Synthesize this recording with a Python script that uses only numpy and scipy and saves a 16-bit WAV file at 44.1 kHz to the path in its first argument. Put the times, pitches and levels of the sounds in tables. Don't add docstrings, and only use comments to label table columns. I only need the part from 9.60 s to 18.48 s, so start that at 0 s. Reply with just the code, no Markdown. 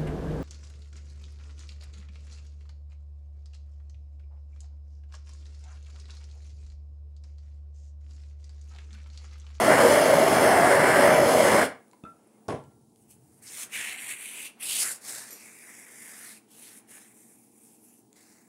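import sys
import numpy as np
from scipy import signal
from scipy.fft import rfft, irfft
from scipy.io import wavfile
from scipy.ndimage import uniform_filter1d, map_coordinates

SR = 44100
rng = np.random.default_rng(int(sys.argv[2]) if len(sys.argv) > 2 else 0)


def makeup_ratio(level_db):
    decades = np.asarray(level_db, float) / 20
    return 10 ** decades


def inscribe(sig):
    pcm = np.round(np.clip(np.atleast_2d(sig).T, -1, 1) * 32767)
    wavfile.write(sys.argv[1], SR, pcm.astype(np.int16))


N = 391600

# frequency in Hz, density in dB per Hz.
FIRE_SPECTRUM = [(24, -77.5), (40, -55), (114, -11.5), (154, -16.5), (254, -9.5), (600, -7.5), (1170, -8),
                 (2000, -13.5), (2300, -17.5), (2530, -23.5), (2830, -20.5), (3370, -30), (3760, -36),
                 (4300, -30.5), (5400, -30.5), (5780, -36), (6150, -31), (9770, -32.5), (15700, -43.5)]
# time in seconds, pitch in Hz, boost in dB.
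TUBE_NOTE = [(.05, 620, 10.5), (.17, 595, 12), (.25, 560, 16), (.33, 584, 12), (.44, 660, 12),
             (.51, 560, 14.5), (.6, 595, 12), (.66, 694, 12), (.75, 640, 8), (.83, 600, 8), (.9, 718, 9.5),
             (1.0, 690, 10.5), (1.08, 657, 11.5), (1.13, 550, 14), (1.22, 600, 10.5), (1.32, 596, 8),
             (1.42, 557, 15), (1.5, 590, 11.5), (1.6, 630, 9), (1.65, 535, 11), (1.74, 647, 10.5),
             (1.85, 564, 7.5), (2.0, 580, 9)]
# time in seconds, height 0-1.
TORCH_HEIGHT = [(0, .55), (.16, 0), (.4, .6), (.57, .9), (.75, .6), (1.04, 0), (1.2, .2), (1.35, 0),
                (1.55, .65), (1.76, 1), (1.9, .6), (2.0, .15), (2.2, 0)]
# centre in Hz, width in Hz, level in dB at rest, level in dB at full height.
NOZZLE_MODES = [(1700, 700, -1.5, -25.5), (2200, 350, -7, -4.5), (3350, 490, -2.5, 2),
                (5180, 240, -8, -0.5)]
# delay in ms, strength 0-1.
NEARBY_SURFACES = [(.95, .06), (.52, .08)]
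ROAR_DB, MID_DB, HISS_DB = -22, -26, -32.5
RAISED_ROAR_DB, RAISED_MID_DB, RAISED_HISS_DB = -1, -6.5, -1
SHUT_S, HISS_LINGERS_S = 2.0313, 0.026
ROAR_FALL_DB_PER_S, MID_FALL_DB_PER_S, HISS_FALL_DB_PER_S = 670, 890, 900
TUBE_WANDER_HZ = 8.3
JET_HZ, JET_RISE_HZ, JET_DB = 9500, 900, -0.5
SHADOW_HZ, SHADOW_RISE_HZ, SHADOW_DEPTH = 6150, 2900, 0.5
BOUNCE_LOW_MS, BOUNCE_HIGH_MS, BOUNCE_STRENGTH = 0.735, 0.61, 0.2

# frequency in Hz, density in dB per Hz.
FIBRE_SPECTRUM = [(2060, -34), (3500, -9), (4090, -12), (4700, -8), (5100, 0), (7440, 0), (9260, -1),
                  (10200, -1), (15700, -10.5)]
# start in seconds, end in seconds, hiss in dB at start, hiss in dB at end,
# weave rasp in dB over the hiss.
STRAP_PULLS = [(3.364, 3.425, -73.5, -67.5, -15.5), (3.425, 3.47, -67, -75, -16),
               (3.482, 3.514, -68, -54, -21), (3.506, 3.556, -54.5, -66.5, -24),
               (3.57, 3.796, -75, -63.5, -24), (3.827, 4.033, -52, -39.5, -10.5),
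               (4.099, 4.13, -61.5, -43.5, 0.5), (4.135, 4.396, -41.5, -43.5, 4.5),
               (4.396, 4.872, -43, -42, -2.5), (5.006, 5.029, -43, -38.5, -4),
               (5.026, 5.206, -37.5, -28, -7.5), (5.19, 5.311, -26, -37, -12.5),
               (5.315, 5.365, -34, -51.5, -27), (5.415, 5.487, -55.5, -41.5, -9),
               (5.49, 5.64, -42.5, -45.5, -7), (5.64, 5.776, -49.5, -53, -5.5),
               (5.758, 6.31, -54.5, -52, -1.5), (6.311, 6.702, -48.5, -50.5, -6.5),
               (6.7, 6.778, -48.5, -55, -7), (6.886, 6.921, -69, -57, -7),
               (6.918, 7.184, -57.5, -52.5, -11.5), (7.277, 7.312, -64.5, -53, -12),
               (7.311, 7.527, -51.5, -62.5, -7.5), (7.543, 8.403, -59, -61.5, -17),
               (8.561, 8.884, -63, -67, -7)]
# time in seconds, change in dB, length in seconds.
ARM_TUGS = [(4.197, 1.5, 0.095), (4.361, -3.5, 0.065), (4.512, 7.5, 0.051), (4.579, -2, 0.085),
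            (6.332, -4.5, .1), (6.64, 4.5, 0.12), (7.042, 4.5, .1), (5.77, -5, .06), (7.62, 4, .1),
            (8.039, 2, 0.089), (7.894, -6, 0.17), (8.189, -5, 0.056), (8.259, 1.5, 0.059), (8.689, 2, .12)]
# time in seconds, finger rasp in Hz, band cancelled by the cupped palm in Hz,
# depth 0-1, flat contact in dB.
PALM_SHAPE = [(3.53, 2914, 3700, 0.7, -3.5), (3.82, 2070, 3360, .6, 0.5), (3.95, 2130, 4960, 0.6, 1.5),
              (4.14, 2330, 4730, 0.5, 5.5), (4.55, 2240, 5200, 0.97, -1.5), (4.86, 2650, 5200, 0.53, 3.5),
              (5.0, 2330, 7050, .8, -1), (5.09, 2920, 5900, 0.6, 0.5), (5.18, 2970, 5040, 0, -1.5),
              (5.26, 1700, 4400, 0, -1), (5.45, 1850, 2900, 0.74, 4), (5.66, 1840, 3300, 0.4, 6.5),
              (5.76, 2300, 3400, .2, 6.5), (5.8, 2300, 4200, .2, 6), (5.92, 2230, 4200, 0.5, 5),
              (6.1, 2070, 4330, 0.8, 4.5), (6.35, 1980, 4220, .9, 3.5), (6.52, 1870, 4230, 0.77, 2),
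              (6.7, 1820, 4400, 0.2, 1.5), (6.9, 3200, 4730, 0.4, 1.5), (7.1, 1910, 4670, 0.3, 1),
              (7.35, 1870, 4600, 0.64, 1), (7.6, 2100, 4450, 0.67, -4), (8.1, 2580, 4100, .7, -5.5),
              (8.4, 2600, 3900, 0.68, -4), (8.57, 2010, 3000, 0.4, 5), (8.62, 2000, 3200, 0.6, 6.5),
              (8.88, 1990, 3380, 1, 4)]
# time in seconds, fizz centre in Hz, finger rasp width in Hz.
WEAVE_GRIP = [(3.8, 9020, 1150), (4.5, 8800, 1150), (4.8, 9520, 900), (5.02, 10120, 1100),
              (5.22, 8900, 1100), (5.35, 8400, 1000), (5.6, 8500, 1000), (5.9, 9000, 700), (6.6, 9500, 750),
              (7.1, 10200, 1100), (7.35, 9500, 900), (7.6, 9100, 900), (8.0, 9600, 900), (8.3, 10700, 900),
              (8.45, 9500, 900), (8.6, 7500, 800), (8.88, 7500, 800)]
# centre in Hz, width in Hz, depth 0-1, time in seconds,
# length in seconds.
FINGER_NOTCHES = [(3100, 840, .75, 5.93, 0.39), (2900, 420, 0.4, 6.25, 0.33), (3000, 590, 0.4, 7.87, .8),
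                  (6300, 700, .5, 4.4, .3), (6900, 800, .5, 4.7, .35)]
# time in seconds, level in dB, centre in Hz, length in seconds.
STRAP_SLAPS = [(3.884, -47.5, 5833, 0.039), (4.025, -43, 7236, 0.04), (3.93, -47, 7500, 0.02),
               (5.22, -36, 4800, 0.044), (5.265, -41.5, 1690, 0.083), (5.21, -33, 8700, .06),
               (5.15, -42, 3100, .09), (8.29, -68, 7600, .07), (7.33, -62, 2200, .1),
               (7.07, -64, 3400, .15), (5.725, -57, 470, .07), (2.7, -81, 2300, .3),
               (8.24, -66, 10800, .04), (8.575, -67, 4700, .04), (6.7, -63, 4700, .15),
               (3.52, -73, 2900, 0.055), (4.33, -57.5, 820, 0.26), (5.5, -62, 800, .15),
               (4.0, -61, 1200, 0.11)]
GRIP_DB_PER_S, LET_GO_DB_PER_S = 1500, 600
SKIN_DB, FLAP_DB, FLAP_FOLLOWS = -8, -12.5, 0.68

# time in seconds, peak in dB, thud in dB, snap in dB.
VALVE_EVENTS = [
    (2.332, -45.5, -22, -5),
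    (2.4374, -40.5, 8, -13),
    (2.4507, -42, -8, -15),
    (2.462, -50, -17, -24),
]
# frequency in Hz, level in dB, T60 in seconds.
TRIGGER_MODES = [(975, -1, 0.05), (1500, -6, .012), (2200, -4, .015), (4600, -8, .01)]
# frequency in Hz, level in dB, T60 in seconds.
LATCH_MODES = [(200, -3, .15), (470, -8, .12), (640, -7, .1), (810, -10, .06), (1268, -6, .08),
               (2606, -3, .028), (3540, -7, .022)]
# frequency in Hz, level in dB, T60 in seconds.
BRASS_MODES = [(619, -10, .12), (985, -14, .1), (1275, -3, .12), (1348, 4, .19), (2050, -18, .05),
               (2500, -15, .045), (3480, -20, .045), (3680, -19, .045)]
# time in seconds, level in dB, T60 in seconds.
CYLINDER_CONTACTS = [
    (2.8825, -38, 0.03),
    (2.886, -29, 0.1),
    (2.896, -30, .1),
    (2.905, -30, 0.1),
    (2.923, -33, 0.064),
    (2.94, -40, 0.23),
    (3.044, -58, .06),
    (3.109, -62, .1),
    (3.171, -72, .1),
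]
# frequency in Hz, density in dB per Hz.
TABLE_SPECTRUM = [(24, -60), (90, -22), (140, -9), (250, -4), (409, -3), (780, -10), (1070, -8),
                  (1450, -20), (2500, -25), (3510, -28), (5500, -36), (9520, -35), (11300, -38),
                  (12200, -62), (15700, -75)]
# frequency in Hz, level in dB, T60 in seconds.
CYLINDER_MODES = [(115, -28, .16), (199, -29, .12), (254, -29, .12), (330, -30, .14), (422, -30, .2),
                  (899, -44, .1), (1028, -41, .08), (1090, -31, .08), (640, -33, .08), (1367, -54, .7),
                  (3397, -62, .2)]
# time in seconds, level in dB, frequency in Hz, T60 in seconds.
BASE_THUD = (2.937, -22, 135, .05)

# time in
# seconds, peak in dB, centre in Hz, broad crack relative to the tone.
JOINT_TICKS = [(2.062, -36, 10070, 1), (2.281, -56, 9900, 0.86), (2.3135, -48, 7315, .4),
               (2.3135, -54, 4200, .2), (2.319, -60, 4500, .5), (2.505, -56, 10500, .3),
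               (2.622, -68, 7850, 0.27), (2.6738, -51, 10000, 0.29), (2.883, -33, 5770, 0.33),
               (2.887, -38, 6700, .8), (2.8822, -42, 9600, .2), (2.492, -61, 10300, .2),
               (3.066, -62, 7500, .4), (2.927, -49.5, 9500, .2), (3.0394, -53, 7500, .5),
               (3.3598, -49, 9300, .8), (3.3598, -57, 4200, .2), (3.422, -61.5, 10500, .5),
               (3.561, -57.5, 10000, .5), (3.677, -56, 12500, 0.33), (3.922, -43, 7980, 1),
               (4.228, -32, 8480, 0.55), (4.302, -26, 2500, .5), (4.493, -30, 8020, .5),
               (4.501, -32, 2740, .3), (4.537, -30, 2690, .3), (5.0964, -27, 2600, .3),
               (5.193, -28, 2200, .3), (5.222, -25.5, 8500, 1), (8.5294, -43, 7400, .7),
               (8.5292, -57, 2400, .2)]
# time in seconds, level in dB.
RING_CHINKS = [
    (5.706, -44),
    (5.726, -42.5),
]
# frequency in Hz, level in dB, T60 in seconds.
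RING_MODES = [(470, -8, 0.04), (4730, -17, .1), (5720, -5, 0.24), (7294, -6, 0.11), (8550, -6, .04),
              (11900, 1, 0.19), (12340, -16, .12), (13300, -14, .1)]
# time in seconds, length in seconds, first pitch in Hz, last pitch in Hz, level in dB,
# arch in Hz.
THIN_SQUEAKS = [
    (2.69, .1, 11300, 10700, -82, 0),
    (2.6, .14, 2100, 2100, -85, 0),
    (2.72, .08, 2120, 2170, -80, 0),
    (4.915, .04, 10300, 10900, -78, 200),
    (4.94, .07, 11500, 11200, -79, 200),
    (4.91, .1, 7700, 7700, -80, 600),
]

# frequency in Hz, density in dB per Hz.
AIR_SPECTRUM = [(18, -51.5), (30, -28.5), (114, -3.5), (309, 2.5), (445, -1.5), (521, -11.5), (814, -2),
                (1650, -34.5), (2140, -27), (3180, -25.5), (9540, -14.5), (11300, -19), (12000, -25),
                (13100, -27), (15700, -23.5)]
# centre in Hz, width in Hz, level in dB.
HUM_BANDS = [(119, 14, -78), (224, 57, -66), (313, 87, -69.5), (444, 57, -73.5), (15698, 6, -83)]
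# time in seconds, level in dB, rise in seconds, T60 in seconds.
BOARD_STEPS = [
    (3.02, -55, .12, 0.94),
    (3.61, -64.5, 0.32, 2),
]
# frequency in Hz, T60 in seconds.
ROOM_T60 = [(100, 0.34), (500, 0.29), (2000, 0.31), (8000, 0.2), (11200, .19), (12200, .13), (15000, 0.12)]
AIR_DB, RUMBLE_DB = -67, -79.5
CLOTH_FINE_DB, CLOTH_COARSE_DB = -82, -69
REACH_S, REACH_DB, REACH_END_S = 2.97, 3, 2.97


def flame():
    def gain(hz, t):
        height, = curves(TORCH_HEIGHT, t)
        shut_s = np.clip(t - SHUT_S, 0, None)
        roar_db = ROAR_DB + RAISED_ROAR_DB * height - ROAR_FALL_DB_PER_S * shut_s
        mid_db = MID_DB + RAISED_MID_DB * height ** 2 + 1.3 * slow(8, t) - MID_FALL_DB_PER_S * shut_s
        hiss_db = HISS_DB + RAISED_HISS_DB * (height - 0.4) + 0.91 * slow(6.3, t)
        hiss_db = hiss_db - 150 * shut_s - HISS_FALL_DB_PER_S * np.clip(shut_s - HISS_LINGERS_S, 0, None)

        jet = sum(makeup_ratio(low_db + (high_db - low_db) * height) * bump(hz, centre_hz, width_hz) ** 2
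                  for centre_hz, width_hz, low_db, high_db in NOZZLE_MODES)
        whistle_hz = JET_HZ + JET_RISE_HZ * height + 250 * slow(9, t)
        jet = jet + makeup_ratio(JET_DB) * bump(hz, whistle_hz, width_hz=2200) ** 2
        depth = np.clip(SHADOW_DEPTH * (1 - 0.3 * height + 0.35 * slow(9, t)), 0, 1)
        shadow_hz = SHADOW_HZ + SHADOW_RISE_HZ * height + 150 * slow(11, t)
        shadow = 1 - depth * bump(hz, shadow_hz, width_hz=750) ** 2
        base = makeup_ratio(along(FIRE_SPECTRUM, hz)) * (1 + jet) * shadow

        low = 1 / (1 + (hz / 1100) ** 6)
        high = 1 / (1 + (3000 / (hz + 1)) ** 6)
        tube_hz, boost_db = curves(TUBE_NOTE, t)
        tube_hz = tube_hz + TUBE_WANDER_HZ * slow(7.9, t)
        roar = steady(base * low) * (1 + makeup_ratio(boost_db - 0.5) * bump(hz, tube_hz, width_hz=62) ** 2)
        mid = steady(base * np.abs(1 - low - high))
        hiss = steady(base * high)
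        power = (makeup_ratio(roar_db) * roar) ** 2 + (makeup_ratio(mid_db) * mid) ** 2 + (makeup_ratio(hiss_db) * hiss) ** 2

        delay_ms = BOUNCE_LOW_MS + (BOUNCE_HIGH_MS - BOUNCE_LOW_MS) * height
        strength = BOUNCE_STRENGTH * bump(hz, 7800, width_hz=5000) ** 2
        late = echo(hz, delay_ms, strength) + echo(hz, 0.5 * delay_ms, 0.32 * strength)
        late = late + sum(echo(hz, *row) for row in NEARBY_SURFACES)
        return np.sqrt(power) * np.abs(1 + late) * (t < 2.2)

    flutter = makeup_ratio(0.3 * wobble(12) + 0.4 * wobble(30) + 0.9 * wobble(200))
    return shaped(unit(flutter * rng.standard_normal(N)), gain, patchy_db=1.2, size=256)


def strap():
    def gain(hz, t):
        hiss_db, rasp_db = pulling(t)
        swing_db = 20 * np.log10(uniform_filter1d(makeup_ratio(hiss_db), size=45))
        rasp_hz, palm_hz, depth, contact_db = curves(PALM_SHAPE, t)
        fizz_hz, rasp_width_hz = curves(WEAVE_GRIP, t)
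        fizz_hz = fizz_hz + 250 * slow(13, t)
        skin_db = SKIN_DB + contact_db + 2.2 * slow(12, t)
        flap_db = FLAP_DB + FLAP_FOLLOWS * (swing_db + 48.5) - (hiss_db + 51)
        flap_db = flap_db + contact_db + 0.5 * slow(11, t)

        dull = makeup_ratio(-0.15 * (hiss_db + 52) * np.clip(hz / 11000 - 1, 0, 1) * 4.7)
        fizz = (1 + 3.4 * bump(hz, fizz_hz, width_hz=2400)) / (1 + (6200 / (hz + 1)) ** 8)
        hiss = steady(makeup_ratio(along(FIBRE_SPECTRUM, hz)) * dull * fizz)
        rasp = steady(bump(hz, rasp_hz, rasp_width_hz) ** 2)
        skin = steady(bump(hz, 5400, width_hz=8000) ** 2 + 0 * t)
        flap = steady(bump(hz, 360, width_hz=1860) ** 2 * hz / (hz + 120) + 0 * t)
        power = hiss ** 2 + (makeup_ratio(rasp_db) * rasp) ** 2
        power = power + (makeup_ratio(skin_db) * skin) ** 2 + (makeup_ratio(flap_db) * flap) ** 2

        notch = 1 - np.clip(depth, 0, 1) * bump(hz, palm_hz, width_hz=1000) ** 2
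        notch = notch - sum(share * bump(hz, gap_hz, width_hz) ** 2 * swell(t, s, length_s)
                            for gap_hz, width_hz, share, s, length_s in FINGER_NOTCHES)
        return makeup_ratio(hiss_db) * np.sqrt(power) * np.abs(notch) * (t > 3.3)

    catches = makeup_ratio(1.4 * wobble(400) + 0.9 * wobble(70) + 0.7 * wobble(18))
    return shaped(unit(catches * rng.standard_normal(N)), gain, patchy_db=1.5, size=128)


def pulling(t):
    start, end, from_db, to_db, rasp_db = np.transpose(STRAP_PULLS)[..., None]
    level_db = from_db + (to_db - from_db) * np.clip((t - start) / (end - start), 0, 1)
    level_db = level_db - GRIP_DB_PER_S * np.clip(start - t, 0, None)
    level_db = level_db - LET_GO_DB_PER_S * np.clip(t - end, 0, None)
    tug_db = sum(db * swell(t, s, length_s) for s, db, length_s in ARM_TUGS)
    return np.maximum(level_db.max(axis=0), -120) + tug_db, rasp_db[level_db.argmax(axis=0), 0]


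def slaps():
    def gain(hz, t):
        return sum(makeup_ratio(db) * steady(bump(hz, centre_hz, 0.73 * centre_hz) ** 3) * swell(t, s, length_s)
                   for s, db, centre_hz, length_s in STRAP_SLAPS)
    return shaped(rng.standard_normal(N), gain, patchy_db=3, size=128)


def torch_body():
    out, blows, t = np.zeros(N), np.zeros(N), np.arange(SR // 2) / SR
    struck = (TRIGGER_MODES, LATCH_MODES, BRASS_MODES, BRASS_MODES)
    for (s, db, thud_db, snap_db), modes in zip(VALVE_EVENTS, struck):
        thud = makeup_ratio(thud_db - 60 * t / 0.013) * np.sin(2 * np.pi * 240 * t) * (1 - np.exp(-t / 0.0013))
        snap = makeup_ratio(snap_db - 7 - 60 * t / 0.013) * crack(count=len(t))
        ring = ringing(modes, t, attack_s=0.001, rough=5)
        add(out, s, makeup_ratio(db) * (0.77 * ring + 2.9 * thud + snap))

    for s, db, t60_s in CYLINDER_CONTACTS:
        add(blows, s, makeup_ratio(db - 60 * t / t60_s) * rng.standard_normal(len(t)))
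    landing_s = CYLINDER_CONTACTS[0][0]
    add(out, landing_s, ringing(CYLINDER_MODES, t, attack_s=0.004, rough=1.5))
    s, db, hz, t60_s = BASE_THUD
    add(out, s, ringing([(hz, db, t60_s)], t, attack_s=0.003, rough=0))
    wood = shaped(blows, lambda hz, t: steady(makeup_ratio(along(TABLE_SPECTRUM, hz)) + 0 * t), patchy_db=3, size=128)
    landed = np.clip((np.arange(N) / SR - landing_s + 0.001) / 0.003, 0, 1)
    return out + wood * landed


def small_metal():
    out, t = np.zeros(N), np.arange(SR // 4) / SR
    for s, db, hz, broad in JOINT_TICKS:
        snap = broad * crack(count=len(t)) + np.sin(2 * np.pi * hz * t)
        add(out, s, makeup_ratio(db - 1 - 60 * t / 0.004) * snap)
    for s, db in RING_CHINKS:
        add(out, s, makeup_ratio(db) * ringing(RING_MODES, t, attack_s=0.00038, rough=2.6))
    for s, length_s, from_hz, to_hz, db, arch_hz in THIN_SQUEAKS:
        u = np.clip(t / length_s, 0, 1)
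        pitch_hz = from_hz + (to_hz - from_hz) * u ** 2 + arch_hz * np.sin(np.pi * u)
        add(out, s, makeup_ratio(db) * np.sin(np.pi * u) * np.sin(2 * np.pi * np.cumsum(pitch_hz) / SR))
    return out


def background():
    hz, t = np.fft.rfftfreq(N, 1 / SR), np.arange(N) / SR

    def noise(gain):
        return unit(irfft(rfft(rng.standard_normal(N)) * gain, N))

    hums = sum(makeup_ratio(db) * noise(bump(hz, centre_hz, width_hz) ** 2) for centre_hz, width_hz, db in HUM_BANDS)
    boards = sum(makeup_ratio(db - 60 * np.clip(t - s, 0, None) / t60_s) * np.clip(1 + (t - s) / rise_s, 0, 1)
                 for s, db, rise_s, t60_s in BOARD_STEPS)
    rumble = (makeup_ratio(RUMBLE_DB) + boards) * makeup_ratio(1.6 * wobble(9.7)) * noise(bump(hz, 120, width_hz=83) ** 2)

    reach_db = REACH_DB * swell(t, REACH_S, length_s=0.204)
    coarse_db = CLOTH_COARSE_DB + reach_db - 50 * np.clip(t - REACH_END_S, 0, None)
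    fine = noise(bump(hz, 9900, width_hz=4500) ** 3 / (1 + (hz / 11600) ** 40))
    coarse = noise(bump(hz, 520, width_hz=700) ** 2)
    cloth = makeup_ratio(CLOTH_FINE_DB + reach_db) * fine + makeup_ratio(coarse_db) * coarse
    cloth = cloth * makeup_ratio(2.2 * wobble(120)) * (t < 3.81)

    air = makeup_ratio(AIR_DB + 0.33 * wobble(1.2)) * noise(makeup_ratio(along(AIR_SPECTRUM, hz)) * (hz > 150))
    return air + rumble + cloth + hums


def room(x):
    hz, t, z = signal.stft(rng.standard_normal(SR // 2), SR, nperseg=256)
    decay = makeup_ratio(-60 * t / along(ROOM_T60, hz)[:, None])
    tail = signal.istft(z * decay, SR, nperseg=256)[1]
    return signal.fftconvolve(np.pad(x, (350, 0)), tail / np.linalg.norm(tail))[:N]


def unit(x):
    return x / np.sqrt(np.mean(x ** 2) + 1e-20)


def along(points, hz):
    f, v = np.transpose(points)
    return np.interp(np.log(hz + 1), np.log(f + 1), v)


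def curves(rows, t):
    s, *cols = np.transpose(rows)
    return [np.interp(t, s, c) for c in cols]


def wobble(rate_hz):
    knots = rng.standard_normal(int(N * rate_hz / SR) + 4)
    return map_coordinates(knots, [np.arange(N) * rate_hz / SR])


def slow(rate_hz, t):
    return np.interp(t * SR, np.arange(N), wobble(rate_hz))


def swell(t, s, length_s):
    return np.exp(-4 * ((t - s) / length_s) ** 2)


def bump(hz, centre_hz, width_hz):
    return hz * width_hz / np.sqrt((centre_hz ** 2 - hz ** 2) ** 2 + (hz * width_hz) ** 2 + 1)


def echo(hz, delay_ms, strength):
    return strength * np.exp(-2j * np.pi * hz * delay_ms / 1000)


def steady(gain):
    return gain / np.sqrt(np.mean(gain ** 2, axis=0) + 1e-20)


def shaped(x, gain, patchy_db, size):
    hz, t, z = signal.stft(x, SR, nperseg=4 * size, noverlap=3 * size)
    field = uniform_filter1d(rng.standard_normal(z.shape), size=768 // size, axis=0)
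    field = uniform_filter1d(field, size=2560 // size, axis=1)
    z = z * gain(hz[:, None], t) * makeup_ratio(patchy_db * unit(field))
    return signal.istft(z, SR, nperseg=4 * size, noverlap=3 * size)[1][:N]


def ringing(modes, t, attack_s, rough):
    def drift():
        return rough * np.cumsum(rng.standard_normal(len(t))) / np.sqrt(SR)
    tones = sum(makeup_ratio(db - 60 * t / t60_s) * np.sin(2 * np.pi * hz * t + drift()) for hz, db, t60_s in modes)
    return tones * (1 - np.exp(-t / attack_s))


def crack(count):
    band = signal.butter(4, [2000, 11500], "bandpass", fs=SR, output="sos")
    return unit(signal.sosfilt(band, rng.standard_normal(count)))


def add(track, s, sound):
    part = track[round(s * SR):][:len(sound)]
    part += sound[:len(part)]


def scene():
    fire, rub, body, metal = flame(), strap() + slaps(), torch_body(), small_metal()
    wet = makeup_ratio(-8) * fire + makeup_ratio(-12.5) * rub + makeup_ratio(-8) * body + makeup_ratio(-9) * metal
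    return (fire + rub + body + metal + room(wet) + background())[None]


def low_pass(x):
    return signal.sosfilt(signal.butter(12, 15760, fs=SR, output="sos"), x)


def record(dry):
    thin = signal.sosfilt(signal.butter(2, 60, "highpass", fs=SR, output="sos"), dry)
    thin = irfft(rfft(thin) * (np.fft.rfftfreq(N, 1 / SR) < 15770), N)
    return low_pass(thin)


dry = scene()
out = record(dry)
inscribe(out)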